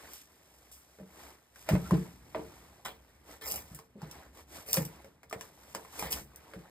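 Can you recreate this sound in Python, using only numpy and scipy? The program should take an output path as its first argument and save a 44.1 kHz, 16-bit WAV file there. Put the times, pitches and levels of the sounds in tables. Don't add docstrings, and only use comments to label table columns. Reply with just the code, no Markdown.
import sys
import numpy as np
from scipy import signal
from scipy.fft import rfft, irfft, next_fast_len
from scipy.io import wavfile
from scipy.ndimage import uniform_filter1d, map_coordinates

SR = 44100
rng = np.random.default_rng(int(sys.argv[2]) if len(sys.argv) > 2 else 0)


def to_wav(s):
    ch = np.atleast_2d(s).T
    pcm = np.round(np.clip(ch, -1, 1) * 32767)
    wavfile.write(sys.argv[1], SR, pcm.astype(np.int16))


N = 295470

# [start_s, level_db, contact_pitch_hz, contact_t60_s, crack_db, edge_tick_db]
CONTACTS = [(0.987, -46.5, 430, 0.04, -58, -70), (0.999, -45, 610, 0.07, -62, -83),
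            (1.559, -48.5, 1600, 0.011, -53, -46.5), (1.689, -24, 630, 0.056, -26.5, -26),
            (1.752, -29, 600, .05, -35, -44), (1.909, -22, 1040, 0.024, -40, -35),
            (1.933, -21.5, 350, 0.04, -53, -55), (2.347, -27, 1010, 0.017, -36.5, -62),
            (2.352, -26, 640, 0.066, -56, -70), (2.394, -31, 360, 0.055, -67, -65),
            (2.859, -30.5, 1060, 0.012, -34, -31), (3.789, -43.5, 1088, 0.039, -54, -43),
            (4.018, -41.5, 840, 0.03, -54, -44), (4.771, -25, 520, 0.048, -29.5, -23),
            (5.045, -43.5, 550, 0.035, -53.5, -48.5), (5.232, -44, 840, 0.008, -50, -49),
            (5.311, -40.5, 1236, 0.036, -53, -43), (5.3273, -28, 681, 0.03, -33, -34),
            (5.41, -42, 1044, 0.025, -44.5, -33), (5.749, -25.5, 950, 0.015, -39, -28),
            (5.849, -43.5, 1020, 0.028, -51, -51), (6.025, -25.5, 850, 0.017, -39, -31),
            (6.536, -41.5, 567, 0.053, -43, -47)]
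# [mode_hz, relative_db, t60_s]
STICK_MODES = [(335, -4, 0.15), (450, 5.5, 0.17), (632, 0, 0.13), (765, -1, 0.08), (986, -1, 0.11),
               (1170, 0, .1), (1873, -3, 0.09), (2380, -3, 0.074)]
# [frequency_hz, relative_db]
FIBRE_SPECTRUM = [(600, -39.5), (2000, -8), (2800, 7), (4200, -10.5), (5200, -.5), (6600, -4), (9300, -1.5),
                  (11800, 2), (13600, -4), (16000, 2.5)]
# [frequency_hz, relative_db]
RUMBLE_SPECTRUM = [(20, -13), (45, -7.5), (66, 9.5), (90, -4), (180, -5.5), (300, -10.5), (600, -39),
                   (2000, -86)]
RATTLE_LOW_HZ, RATTLE_T60_S = 171, 0.23


def amp(db):
    return 10 ** (np.asarray(db) / 20)


def unit(x):
    return x / np.sqrt(np.mean(x ** 2) + 1e-20)


def along(points, hz):
    point_hz, value = np.transpose(points)
    return np.interp(np.log(hz + 1), np.log(point_hz), value)


def add(track, s, sound):
    part = track[round(s * SR):][:len(sound)]
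    part += sound[:len(part)]


def filtered(x, response):
    n = x.shape[-1]
    padded = next_fast_len(n + 8192)
    hz = np.fft.rfftfreq(padded, 1 / SR)
    return irfft(rfft(x, padded) * response(hz), padded)[..., :n]


def coloured(x, gain):
    size = 8192
    log_gain = np.log(np.maximum(gain(np.fft.rfftfreq(size, 1 / SR)), 1e-6))
    cepstrum = irfft(log_gain)
    cepstrum[1:size // 2] *= 2
    cepstrum[size // 2 + 1:] = 0
    impulse_response = irfft(np.exp(rfft(cepstrum)))
    return signal.fftconvolve(x, impulse_response)[:len(x)]


def shaped(x, spectrum):
    return unit(coloured(x, lambda hz: amp(along(spectrum, hz))))


def wobble(rate):
    knots = rng.standard_normal(int(N * rate / SR) + 4)
    return map_coordinates(knots, [np.arange(N) * rate / SR], order=1)


def crackle(density, spread_db, clump_db):
    breaks = (rng.random(N) < density / SR) * rng.standard_normal(N)
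    return breaks * amp(spread_db * rng.standard_normal(N) + clump_db * wobble(rate=320))


def patchy(x, patchy_db):
    z = signal.stft(x, nperseg=512)[2]
    field = uniform_filter1d(rng.standard_normal(z.shape), size=6, axis=0)
    field = uniform_filter1d(field, size=3, axis=1)
    return unit(signal.istft(z * amp(patchy_db * unit(field)), nperseg=512)[1][:N])


def band_noise(t, low_hz, top_hz):
    def band(hz):
        return hz ** 2 / (hz ** 2 + low_hz ** 2) / np.sqrt(1 + (hz / top_hz) ** 8)
    return unit(coloured(rng.standard_normal(len(t)), band))


def burst(noise, t, t60):
    fade = amp(-60 * t / t60)
    return noise * fade * np.linalg.norm(fade) / np.linalg.norm(noise * fade)


def stick_gain(hz, width_hz):
    # [frequency_hz, relative_db]
    dense_modes = [(100, -21), (250, -12), (480, -2), (1050, -2), (1500, -7), (2200, 0), (3200, 1),
                   (6000, -23), (16000, -69)]
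    peaks = sum(amp(db) / (1 + ((hz - centre_hz) / width_hz) ** 2) for centre_hz, db, _ in STICK_MODES)
    return amp(along(dense_modes, hz)) * (1 + 0.69 * peaks)


def sitter():
    # [centre_s, half_length_s, rub_db, swish_db]
    movements = [(0.042, 0.079, -54.5, -59), (0.161, 0.049, -86, -51.5), (0.635, 0.69, -69, -66.5),
                 (1.239, 0.077, -54.5, -57.5), (1.614, 0.041, -65, -57.5), (1.725, .03, -41, -49.5),
                 (1.904, 0.15, -53, -55), (2.5, 0.23, -59.5, -62), (3.1, .2, -68, -72),
                 (3.322, 0.04, -54.5, -56), (3.72, 0.08, -63, -61), (4.038, 0.03, -54, -70),
                 (4.164, 0.082, -55, -61.5), (4.389, 0.032, -57, -57.5), (4.572, 0.045, -51.5, -50.5),
                 (4.92, 0.12, -58, -63.5), (5.438, 0.046, -59.5, -58), (5.772, 0.18, -59.5, -59.5),
                 (5.984, 0.043, -51.5, -49.5), (6.17, .035, -49, -47.5), (6.53, 0.18, -60, -66.5)]
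    # [time_s, rumble_db]
    weight_shifts = [(0, -71), (1.55, -72), (1.84, -45), (2.15, -56), (3.1, -67), (4.2, -63), (6.7, -68)]
    # [frequency_hz, relative_db]
    rub_spectrum = [(100, -23.5), (300, 3), (900, 2), (1400, -3), (2200, -4.5), (3000, -11), (16000, -29.5)]
    # [frequency_hz, relative_db]
    swish_spectrum = [(1000, -7.5), (3000, 0.5), (4400, -3.5), (5300, 3.5), (7000, 1), (13000, 2),
                      (16000, -13)]
    scuff_db, scuff_fade_s = -21, 0.017
    t = np.arange(N) / SR
    rub_power = amp(-72 + 2 * wobble(rate=10)) ** 2
    swish_power = amp(-79 + 2 * wobble(rate=10)) ** 2
    for s, half, rub_db, swish_db in movements:
        swell = np.exp(-((t - s) / half) ** 2)
        rub_power += amp(rub_db) ** 2 * swell
        swish_power += amp(swish_db) ** 2 * swell
    for s, db, *_ in CONTACTS:
        scuff = (t > s) * np.exp(-np.abs(t - s) / scuff_fade_s)
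        rub_power += amp(db + scuff_db) ** 2 * scuff
    rub_grains = patchy(crackle(density=8000, spread_db=0.5, clump_db=1.0), patchy_db=2.0)
    rub = np.sqrt(rub_power) * shaped(rub_grains, rub_spectrum)
    swish_grains = crackle(density=19000, spread_db=1.0, clump_db=2)
    swish = np.sqrt(swish_power) * shaped(swish_grains, swish_spectrum)
    shift_s, shift_db = np.transpose(weight_shifts)
    rumble_level = amp(np.interp(t, shift_s, shift_db)) + amp(-13.0) * np.sqrt(rub_power)
    return rub + swish + rumble_level * shaped(rng.standard_normal(N), RUMBLE_SPECTRUM)


def snaps():
    # [start_s, level_db before the common trim, t60_s, centre_hz]
    splinters = [(0.135, -24, 0.0029, 12000), (.715, -45, 0.4, 7950), (2.85, -32.5, 0.01, 7000),
                 (3.5145, -16.5, 0.006, 12100), (3.5205, -17, 0.011, 10100), (3.559, -22, .008, 8000),
                 (3.747, -36, 0.079, 8900), (4.112, -35, .04, 6400), (4.7302, -8, 0.004, 11000),
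                 (4.7311, -7, 0.011, 9100), (4.743, -1.5, 0.002, 12000), (4.761, -15, .004, 9000),
                 (4.851, -27.5, 0.025, 8400), (5.297, -44, .05, 6000), (5.996, -21, 0.007, 9000),
                 (6.121, -18, .015, 12000), (6.127, -16.5, 0.017, 5000), (6.36, -32, 0.013, 10100)]
    # [level_db against the tick, t60_s]
    tick_parts = [(2, .005), (-1.5, 0.045)]
    tick_hz, trim_db = 5440, -5.5
    ring_db, ring_top_hz = -24.5, 1500
    out, t = np.zeros(N), np.arange(SR // 8) / SR
    ticks = [(s, tick_db + db, t60, tick_hz) for s, *_, tick_db in CONTACTS for db, t60 in tick_parts]
    for s, db, t60, centre_hz in splinters + ticks:
        def colour(hz):
            detuning = hz / centre_hz - centre_hz / (hz + 1)
            return amp(along(FIBRE_SPECTRUM, hz)) / np.hypot(1, detuning)
        noise = coloured(rng.standard_normal(len(t)), colour)
        add(out, s, amp(db + trim_db) * burst(noise, t, t60))
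    ring = unit(coloured(out, lambda hz: stick_gain(hz, width_hz=22) / (1 + hz / ring_top_hz)))
    return out + amp(ring_db) * np.std(out) * ring


def knocks():
    crack_low_hz, crack_top_hz, crack_t60_s = 804, 2320, 0.028
    ring_db, rattle_db = -6, -11
    rattle_top = 0.78
    out, t = np.zeros(N), np.arange(SR // 3) / SR
    mode_hz, mode_db, t60 = np.transpose(STICK_MODES)[:, :, None]
    for s, db, pitch_hz, tock_s, crack_db, _ in CONTACTS:
        tock = np.sin(2 * np.pi * pitch_hz * t) * amp(-60 * t / tock_s)
        crack = burst(band_noise(t, crack_low_hz, crack_top_hz), t, crack_t60_s)
        share = amp(mode_db + rng.normal(0, 3.5, t60.shape)) / (1 + (mode_hz / pitch_hz) ** 2)
        swing = np.sin(2 * np.pi * (mode_hz * t + rng.random(t60.shape))) * amp(-60 * t / t60)
        ring = (share * swing).sum(0) / np.linalg.norm(share)
        rattle = burst(band_noise(t, RATTLE_LOW_HZ, rattle_top * pitch_hz), t, RATTLE_T60_S)
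        energy_scale = np.sqrt(tock_s / RATTLE_T60_S)
        body = tock + energy_scale * (amp(ring_db) * ring + amp(rattle_db) * rattle)
        onset = 1 - np.exp(-2 * np.pi * pitch_hz * t)
        add(out, s, amp(db) * body * onset + amp(crack_db) * crack)
    return out


def thuds():
    # [start_s, ring_db, pitch_hz, rise_s, low_push_db]
    blows = [(0.995, -44, 188.5, 0.0097, -51), (1.706, -20.5, 160, 0.009, -40),
             (1.732, -14, 177, 0.0018, -13.5), (1.915, -14.8, 170.5, 0.008, -42),
             (1.978, -31, 176, 0.0095, -54), (3.711, -44, 158, 0.026, -40.5),
             (3.953, -44, 200.6, 0.003, -74), (4.026, -35.5, 153, 0.0057, -40),
             (4.775, -24, 161.7, 0.0084, -53), (5.357, -51, 175, 0.0073, -37.5),
             (6.021, -42, 170.6, 0.017, -38), (6.561, -38.5, 171.4, 0.0039, -38.5)]
    # [multiple of the pitch, relative_db, unloaded_t60_s]
    frame_modes = [(.4, -12, .22), (.72, -6, 0.14), (.87, -4.5, 0.28), (1, 2.5, 0.225), (1.42, -15, .15),
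                   (1.7, -15, 0.15), (1.93, -14.5, 0.19), (3.36, -25, 0.25)]
    loaded = 0.81
    rattle_db, rattle_top_hz = -31, 440
    out, t = np.zeros(N), np.arange(SR // 2) / SR
    for s, db, pitch_hz, rise, push_db in blows:
        ring = np.zeros(len(t))
        for multiple, mode_db, t60 in frame_modes:
            decay = amp(mode_db + rng.normal(0, 1) - 60 * t / (t60 * loaded))
            ring += decay * np.sin(2 * np.pi * pitch_hz * multiple * t)
        onset = 1 - np.exp(-(t / rise) ** 2)
        rattle = burst(band_noise(t, RATTLE_LOW_HZ, rattle_top_hz), t, RATTLE_T60_S)
        ring_level = amp(db) / np.abs(onset * ring).max()
        frame = onset * (ring_level * ring + amp(rattle_db + db / 2) * rattle)
        u = (t - .007) / 0.0019
        push = (u ** 2 - 1) * np.exp(-u ** 2 / 2)
        add(out, s, frame + amp(push_db) * push)
    return out


def squeak(s, half, pitch_hz, rise_hz_per_s, db):
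    t = np.arange(N) / SR - s
    hz = (pitch_hz + rise_hz_per_s * t) * (1 + .05 * wobble(rate=400))
    return amp(db) * np.exp(-(t / half) ** 2) * np.sin(2 * np.pi * np.cumsum(hz) / SR)


def pull_db(bite, bite_s, give, build, release):
    t = np.arange(N) / SR
    bitten = np.clip((t - bite) / bite_s, 1e-6, 1)
    return 20 * np.log10(bitten) + np.minimum(build * (t - give), release * (give - t))


def cuts():
    # [bite_start_s, bite_length_s, chip_gives_s, tearing_db, stick_body_db]
    pulls = [(2.848, 0.0036, 2.848, -39.5, -39.5), (3.409, 0.004, 3.515, -32.5, -46.5),
             (3.535, 0.006, 3.565, -36, -46), (4.645, 0.041, 4.728, -36, -49.5),
             (4.73, 0.002, 4.772, -28.5, -39.5), (5.987, 0.0056, 6.005, -34.5, -40),
             (6.025, .01, 6.06, -39.5, -41.5), (6.101, 0.011, 6.13, -30.5, -42)]
    build, release = 147, 233
    drop_db, drop_s = 4, 0.01
    body_build, body_release = 4, 237
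    bench_db, bench_lag_s, bench_release = -17, 0.014, 115
    ruptures = patchy(crackle(density=7000, spread_db=3.3, clump_db=3.3), patchy_db=3.5)
    tearing = shaped(ruptures, FIBRE_SPECTRUM)
    stick = unit(coloured(ruptures, lambda hz: stick_gain(hz, width_hz=11.0)))
    rumble = shaped(rng.standard_normal(N), RUMBLE_SPECTRUM)
    t, levels = np.arange(N) / SR, []
    for bite, bite_s, give, tear_db, body_db in pulls:
        drop = drop_db * np.clip((t - give) / drop_s, 0, 1)
        tear_level = tear_db - drop + pull_db(bite, bite_s, give, build, release)
        body_level = body_db + pull_db(bite, bite_s, give, body_build, body_release)
        bench_pull = pull_db(bite, bite_s, give + bench_lag_s, build, bench_release)
        levels.append([tear_level, body_level, tear_db + bench_db + bench_pull])
    return (amp(np.max(levels, axis=0)) * [tearing, stick, rumble]).sum(0)


def tail():
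    # [frequency_hz, t60_s]
    reverberation = [(300, 0.31), (3000, 0.068), (15000, 0.13)]
    hz, t, z = signal.stft(rng.standard_normal(SR // 2), SR, nperseg=256)
    decay = amp(-60 * t / along(reverberation, hz)[:, None])
    echo = signal.istft(z * decay, SR, nperseg=256)[1]
    delay = np.zeros(SR // 200)
    return np.concatenate([delay, echo / np.linalg.norm(echo)])


def ports(shared, diffuse):
    # [frequency_hz, left_lead_rad]
    phase_lead = [(200, 0), (1000, -.6), (1800, .1), (2800, 2.9), (3200, 2.4), (3800, 1.1), (4900, .9),
                  (5750, 3.1), (7150, 5.3), (8500, 6.6), (10700, 9.4), (13200, 12.4), (14200, 13.1),
                  (15800, 15.6)]
    # [frequency_hz, unrelated_db]
    unrelated = [(100, -24), (300, -8.5), (900, -9.5), (4500, -4.5), (5800, -18), (15000, -24)]
    side = coloured(diffuse, lambda hz: amp(along(unrelated, hz)))
    pair = np.array([shared + side, shared - side])
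    signs = np.array([[1], [-1]])
    return filtered(pair, lambda hz: np.exp(.5j * along(phase_lead, hz) * signs))


def scene():
    blade = cuts() + snaps()
    wood = knocks() + squeak(s=1.86, half=0.018, pitch_hz=1345, rise_hz_per_s=1300, db=-49)
    bench = thuds()
    sent = amp(-4.5) * blade + amp(-6.5) * wood + amp(-15.5) * bench
    room, room_across = (signal.fftconvolve(sent, tail())[:N] for _ in range(2))
    return ports(blade + wood + bench + room + sitter(), amp(4.0) * room_across + sitter())


def record(dry):
    top_hz = 15800
    thinned = signal.sosfilt(signal.butter(2, 52, "highpass", fs=SR, output="sos"), dry)
    return filtered(thinned, lambda hz: 1 / np.sqrt(1 + (hz / top_hz) ** 160))


dry = scene()
out = record(dry)
to_wav(out)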